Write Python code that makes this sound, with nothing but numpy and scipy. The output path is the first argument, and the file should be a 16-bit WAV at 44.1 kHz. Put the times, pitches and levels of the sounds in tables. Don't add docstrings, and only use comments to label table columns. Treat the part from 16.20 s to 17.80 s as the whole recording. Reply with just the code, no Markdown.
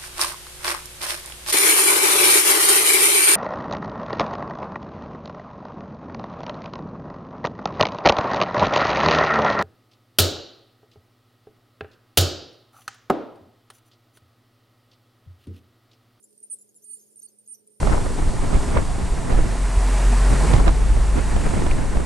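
import sys
import numpy as np
from scipy import signal
from scipy.fft import rfft, irfft
from scipy.io import wavfile
from scipy.ndimage import uniform_filter1d

SR = 44100
rng = np.random.default_rng(int(sys.argv[2]) if len(sys.argv) > 2 else 0)


def log_audio(samples):
    frames = np.atleast_2d(samples).T
    limited = np.clip(frames, -1, 1)
    pcm = np.round(limited * 32767).astype(np.int16)
    wavfile.write(sys.argv[1], SR, pcm)


N = 70560
T, FREQS = np.arange(N) / SR, np.fft.rfftfreq(N, 1 / SR)
TIP_HZ = 8969
RASP_DB, JITTER_HZ = -6, 260

# start, swell time and fade time in seconds, then first, crest and last
# level in dB.
FIRM_CONTACTS = [(.299, 0.022, 0.0054, -35, -25, -27), (.641, 0.0044, 0.025, -40, -40.5, -44.5),
                 (.666, 0.053, 0.012, -43.5, -31.5, -42), (0.729, 0.0097, 0.027, -36, -28.5, -46),
                 (.767, .015, 0.054, -44, -55, -64), (0.966, 0.015, 0.0035, -47.5, -39, -50),
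                 (0.992, 0.0063, 0.0039, -41, -40.5, -35.5), (1.028, 0.024, 0.013, -36, -40, -36),
                 (1.283, 0.047, 0.0095, -40, -32.5, -38.5), (1.341, 0.0028, 0.016, -72, -40.5, -55)]

def squeals():
    rise_s, stop_s = 0.0013, 0.0027
    envelope = np.zeros(N)
    for start, swell, fade, *levels_db in FIRM_CONTACTS:
        t = T - start
        gate = np.clip(t / rise_s, 0, 1) * np.clip(1 - (t - swell - fade) / stop_s, 0, 1)
        contour = amp(np.interp(t, [0, swell, swell + fade], levels_db))
        envelope = np.maximum(envelope, gate * contour)
    note = np.sin(phase(TIP_HZ + 1.6 * drift(28)))
    grit = amp(-48) * noise(HISS_SPECTRUM)
    tremble = amp(0.5 * drift(140))
    return envelope * (tremble * note + grit)


# start and length in seconds, level in dB, then first, middle and last
# bounce rate in Hz.
BOUNCING_CONTACTS = [(.027, 0.0077, -51.5, 1040, 1900, 2530), (0.037, 0.016, -49.5, 1880, 1790, 1900),
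                     (0.325, 0.02, -28.5, 283, 617, 717), (0.385, 0.017, -48.5, 1610, 1840, 1950),
                     (0.408, 0.021, -48.5, 1580, 1864, 1810), (0.49, 0.0069, -53, 2170, 2280, 2170),
                     (0.55, 0.032, -50.5, 1455, 1910, 1650), (0.62, 0.036, -59, 2880, 2503, 2250),
                     (0.636, 0.017, -53, 1510, 1920, 1700), (.724, 0.0098, -51.5, 2370, 2160, 1900),
                     (0.741, 0.025, -54, 1715, 1950, 1940), (0.765, 0.019, -52, 1640, 1686, 2250),
                     (0.781, 0.016, -55, 1710, 1630, 2170), (0.793, 0.038, -57.5, 2666, 2580, 2390),
                     (0.826, 0.023, -56, 1560, 2060, 1800), (0.865, 0.021, -59, 1120, 2414, 1650),
                     (0.908, 0.012, -59, 1090, 1900, 2180), (0.923, 0.0098, -55.5, 1240, 1940, 1550),
                     (0.936, 0.015, -60, 1400, 1850, 1840), (0.985, 0.0097, -57.5, 2420, 2410, 2550),
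                     (1.003, 0.026, -62.5, 2500, 2610, 2620), (1.019, 0.012, -50, 2570, 2635, 2400),
                     (1.085, 0.009, -56.5, 2640, 2670, 2600), (1.26, 0.0089, -56.5, 2540, 2560, 2460),
                     (1.338, 0.0082, -53, 2540, 2566, 2680), (1.345, 0.015, -52.5, 2825, 2890, 3060),
                     (1.367, 0.035, -68.5, 2960, 2900, 2930)]
# frequency in Hz, gain in dB.
SIDEBAND_GAINS = [(6200, 0.5), (7200, -7.5), (8350, -4.5), (11800, 1)]

def bounces():
    out, grit = np.zeros(N), noise(HISS_SPECTRUM)
    for start, length, db, first_hz, middle_hz, last_hz in BOUNCING_CONTACTS:
        progress, swell = arch(length, 0.5)
        n = len(progress)
        glide = np.polyfit([0, 0.5, 1], [first_hz, middle_hz, last_hz], 2)
        rate = np.polyval(glide, progress) * (1 + 0.075 * drift(JITTER_HZ)[:n])
        roughness = amp(RASP_DB) * min(middle_hz / 1900, 1)
        swell = swell * unit(1 + roughness * drift(0.2 * middle_hz)[:n])
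        for order in (-2, -1, 0.98, 1.7):
            hz = TIP_HZ + order * rate
            gain = amp(db - 33 * (abs(order) - 1)) * gain_at(SIDEBAND_GAINS, hz)
            add(out, start, swell * gain * np.sin(phase(hz)))
        chatter = (1 + np.cos(phase(rate))) * grit[int(start * SR):][:n]
        add(out, start, swell * amp(db - 30) * chatter)
    return out


# start and length in seconds, level in dB.
LIGHT_TOUCHES = [(0.105, 0.0056, -53.5), (0.13, 0.0029, -52.5), (.178, 0.0035, -42.5), (0.188, 0.0033, -52),
                 (0.202, 0.004, -44), (0.228, 0.008, -38.5), (0.231, 0.0049, -43), (0.236, 0.0066, -34),
                 (0.242, 0.008, -40.5), (0.855, 0.015, -59), (0.958, 0.0055, -41), (1.186, 0.0085, -45.5),
                 (1.2754, 0.0049, -37.5), (1.473, 0.0079, -45.5)]

def touches():
    out, scratch = np.zeros(N), amp(-26.5) * noise(HISS_SPECTRUM)
    scatter_hz = 109
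    for start, length, db in LIGHT_TOUCHES:
        _, swell = arch(length, 0.79)
        n = len(swell)
        chirp = np.sin(phase(TIP_HZ + scatter_hz * drift(470)[:n]))
        add(out, start, amp(db) * swell * (chirp + scratch[int(start * SR):][:n]))
    return out


# start and length in seconds, then levels of the low and the high tone in dB.
HARD_PRESSES = [(0.315, 0.010, -66, -47), (0.648, 0.092, -68, -57.5), (0.698, 0.039, -61.5, -59),
                (0.749, 0.022, -66, -59), (1.027, 0.036, -63, -66), (1.051, 0.013, -67, -59),
                (1.061, 0.018, -57, -68)]

def buzzes():
    low, high = np.zeros((2, N))
    angle = phase(TIP_HZ + 24.3 * drift(260))
    for start, length, low_db, high_db in HARD_PRESSES:
        _, swell = arch(length, 0.47)
        add(low, start, amp(low_db) * swell)
        add(high, start, amp(high_db) * swell)
    rasp = 1 + amp(RASP_DB) * drift(JITTER_HZ) / 2
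    return rasp * (low * np.sin(0.5 * angle) + high * np.sin(1.5 * angle))


# start and length in seconds, level in dB.
DRY_SCRAPES = [(0.795, 0.015, -66), (1.011, 0.019, -62), (1.321, 0.038, -67.5)]
# frequency in Hz, relative spectral density in dB.
SCRAPE_SPECTRUM = [(3500, -24), (5200, 5), (6500, -25), (11500, -14), (12700, -12), (14500, -7)]

def scrapes():
    envelope = np.zeros(N)
    for start, length, db in DRY_SCRAPES:
        _, swell = arch(length, 0.47)
        add(envelope, start, amp(db) * swell)
    return envelope * noise(SCRAPE_SPECTRUM)


# time in seconds, level in dB.
WHINE_ENVELOPE = [(0, -57), (.05, -90), (.12, -65), (.26, -59), (.41, -95), (.45, -60), (.55, -87),
                  (.62, -58.5), (.88, -81), (.905, -59), (.94, -76), (1.09, -88), (1.14, -64), (1.21, -54),
                  (1.25, -77), (1.41, -56.5), (1.45, -81), (1.52, -55), (1.6, -63)]

def idle_whine():
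    return level(WHINE_ENVELOPE) * np.sin(phase(TIP_HZ + 20.3 * drift(160)))


# frequency in Hz, relative density in dB.
HISS_SPECTRUM = [(900, -17.5), (3000, -17.5), (4000, -12.5), (5000, -4.5), (6500, -4), (8000, -5),
                 (8650, 0), (8960, 15), (9300, 4), (10200, -0.5), (11500, 0.5), (13000, -8.5), (15000, -7)]
# time in seconds, level in dB.
SPRAY_ENVELOPE = [(0, -66.5), (.31, -65), (.335, -58.5), (.355, -61.5), (.55, -67), (.7, -62), (.85, -62),
                  (.95, -65), (1.1, -62), (1.17, -69), (1.27, -63.5), (1.345, -68.5), (1.42, -69),
                  (1.6, -67.5)]
# time in seconds, level in dB.
LARGE_DROPLETS = [(0.109, -60.5), (.128, -60), (0.545, -53.5), (1.469, -52.5), (1.475, -55)]

def spray():
    drops_per_s, tick_decay_s = 1100, 0.00099
    impulses = rng.choice([-1, 1], N) * (rng.random(N) < drops_per_s / SR)
    sizes_db = 4 * np.minimum(rng.exponential(1, N), 3)
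    spit = 0.42 * unit(impulses * amp(sizes_db))
    sides = [colour(sputter(rng.standard_normal(N) + spit), HISS_SPECTRUM) for _ in range(2)]
    envelope = level(SPRAY_ENVELOPE)
    for start, db in LARGE_DROPLETS:
        add(envelope, start, amp(db) * np.exp(-T / tick_decay_s))
    return np.array(sides) * envelope * amp([[-0.5], [0]])


def sputter(x, depth_db=2.5):
    bands = signal.stft(x, nperseg=256)[2]
    patches = uniform_filter1d(rng.standard_normal(bands.shape), size=5, axis=0)
    patches = unit(uniform_filter1d(patches, size=9, axis=1))
    return signal.istft(bands * amp(depth_db * patches), nperseg=256)[1][:N]


# frequency in Hz, left and right level in dB, left phase lead in radians,
# pitch waver in Hz, flutter as a fraction of the amplitude.
HUM_TONES = [(119, -79.5, -82.5, -1.51, 2.6, 0.25), (210, -71, -68, -1.58, 0.64, 0.11),
             (310.5, -96, -74, -1.4, 2.7, 0.46), (420, -72, -66.5, 1.41, 1.4, 0.64),
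             (572, -76, -88.5, 1.94, 3.36, 0.48)]

def hum():
    out = np.zeros((2, N))
    for hz, left_db, right_db, lead, waver_hz, flutter in HUM_TONES:
        angle = phase(hz + waver_hz * drift(18)) + 2 * np.pi * rng.random()
        envelope = unit(abs(1 + flutter * drift(32)))
        out[0] += amp(left_db) * envelope * np.sin(angle + lead)
        out[1] += amp(right_db) * envelope * np.sin(angle)
    return out


# frequency in Hz, relative spectral density in dB.
FAN_SPECTRUM_LEFT = [(25, -42), (60, -36), (110, -1.5), (170, -11), (260, -17.5), (350, -22), (470, -12.5),
                     (600, -6), (800, -15), (1200, -22.5), (3000, -24.5), (8000, -22)]
FAN_SPECTRUM_RIGHT = [(25, -40), (60, -20), (110, -14), (170, -4), (260, -2.5), (350, 3.5), (470, 4.5),
                      (600, -19), (800, -15.5), (1200, -22.5), (3000, -26), (8000, -31)]
# frequency in Hz, coherence from 0 to 1, left lead in radians.
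FAN_COHERENCE = [(113, 0.59, -1.5), (317, 1, 1), (338, 0.97, -4.5), (576, 1, -6), (665, 0.21, -5.5)]

def fans():
    hz, coherences, leads = np.transpose(FAN_COHERENCE)
    coherence, lead = np.interp(FREQS, hz, coherences), np.interp(FREQS, hz, leads)
    right, independent = rng.standard_normal((2, N))
    shared = coherence * np.exp(1j * lead) * rfft(right)
    left = irfft(shared + np.sqrt(1 - coherence ** 2) * rfft(independent), N)
    return np.array([amp(-74) * colour(left, FAN_SPECTRUM_LEFT),
                     amp(-69) * colour(right, FAN_SPECTRUM_RIGHT)])


# time in seconds, gain in dB.
DRONE_GAIN = [(.45, -2), (.85, 1), (1.35, -4.5), (1.48, 5), (1.6, -0.5)]

def equipment():
    centre_hz, width_hz = 430, 20
    both = fans() + hum()
    drone = irfft(rfft(both) * np.exp(-((FREQS - centre_hz) / width_hz) ** 2), N)
    return both + (level(DRONE_GAIN) - 1) * drone


def room(x, left_db, near_db, tail_db, right_delay_s=2.85e-5):
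    right = irfft(rfft(x) * np.exp(-2j * np.pi * FREQS * right_delay_s), N)
    direct = np.array([amp(left_db) * x, right])
    near = amp(near_db) * echoes(x, t60_s=0.035, gap_s=0)
    tail = amp(tail_db) * echoes(x, t60_s=0.11, gap_s=0.0054)
    return direct + near + tail


def echoes(x, t60_s, gap_s):
    t = T[:SR // 2]
    response = rng.standard_normal((2, len(t))) * (t > gap_s) * amp(-60 * t / t60_s)
    return signal.fftconvolve(x[None], response / np.linalg.norm(response[0]), axes=1)[:, :N]


def amp(db):
    return 10 ** (np.asarray(db) / 20)


def unit(x):
    return x / np.sqrt(np.mean(x ** 2) + 1e-20)


def add(mix, start_s, sound):
    part = mix[max(round(start_s * SR), 0):][:len(sound)]
    part += sound[:len(part)]


def gain_at(spectrum, hz):
    f, db = np.transpose(spectrum)
    return amp(np.interp(np.log(abs(hz) + 1), np.log(f), db))


def level(curve):
    return amp(np.interp(T, *np.transpose(curve)))


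def colour(x, spectrum):
    return unit(irfft(rfft(x) * gain_at(spectrum, FREQS), N))


def noise(spectrum):
    return colour(rng.standard_normal(N), spectrum)


def drift(bandwidth_hz):
    low_pass = np.exp(-(FREQS / bandwidth_hz) ** 2) * (FREQS > 0)
    return unit(irfft(rfft(rng.standard_normal(N)) * low_pass, N))


def phase(hz):
    return 2 * np.pi * np.cumsum(hz) / SR


def arch(length_s, sharpness):
    progress = np.linspace(0, 1, int(length_s * SR))
    return progress, abs(np.sin(np.pi * progress ** 0.86)) ** sharpness


def scene():
    steady = room(squeals() + idle_whine(), left_db=-7.5, near_db=-35, tail_db=-28)
    rattle = room(bounces(), left_db=-2.5, near_db=-3, tail_db=-10.5)
    brief = room(touches() + buzzes() + scrapes(), left_db=-4, near_db=-12, tail_db=-6)
    return steady + rattle + brief + spray() + equipment()


def record(dry, cutoff_hz=15400):
    low_pass = signal.firwin(401, cutoff_hz, window=("kaiser", 9), fs=SR)
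    return signal.oaconvolve(dry, low_pass[None], "same")


dry = scene()
out = record(dry)
log_audio(out)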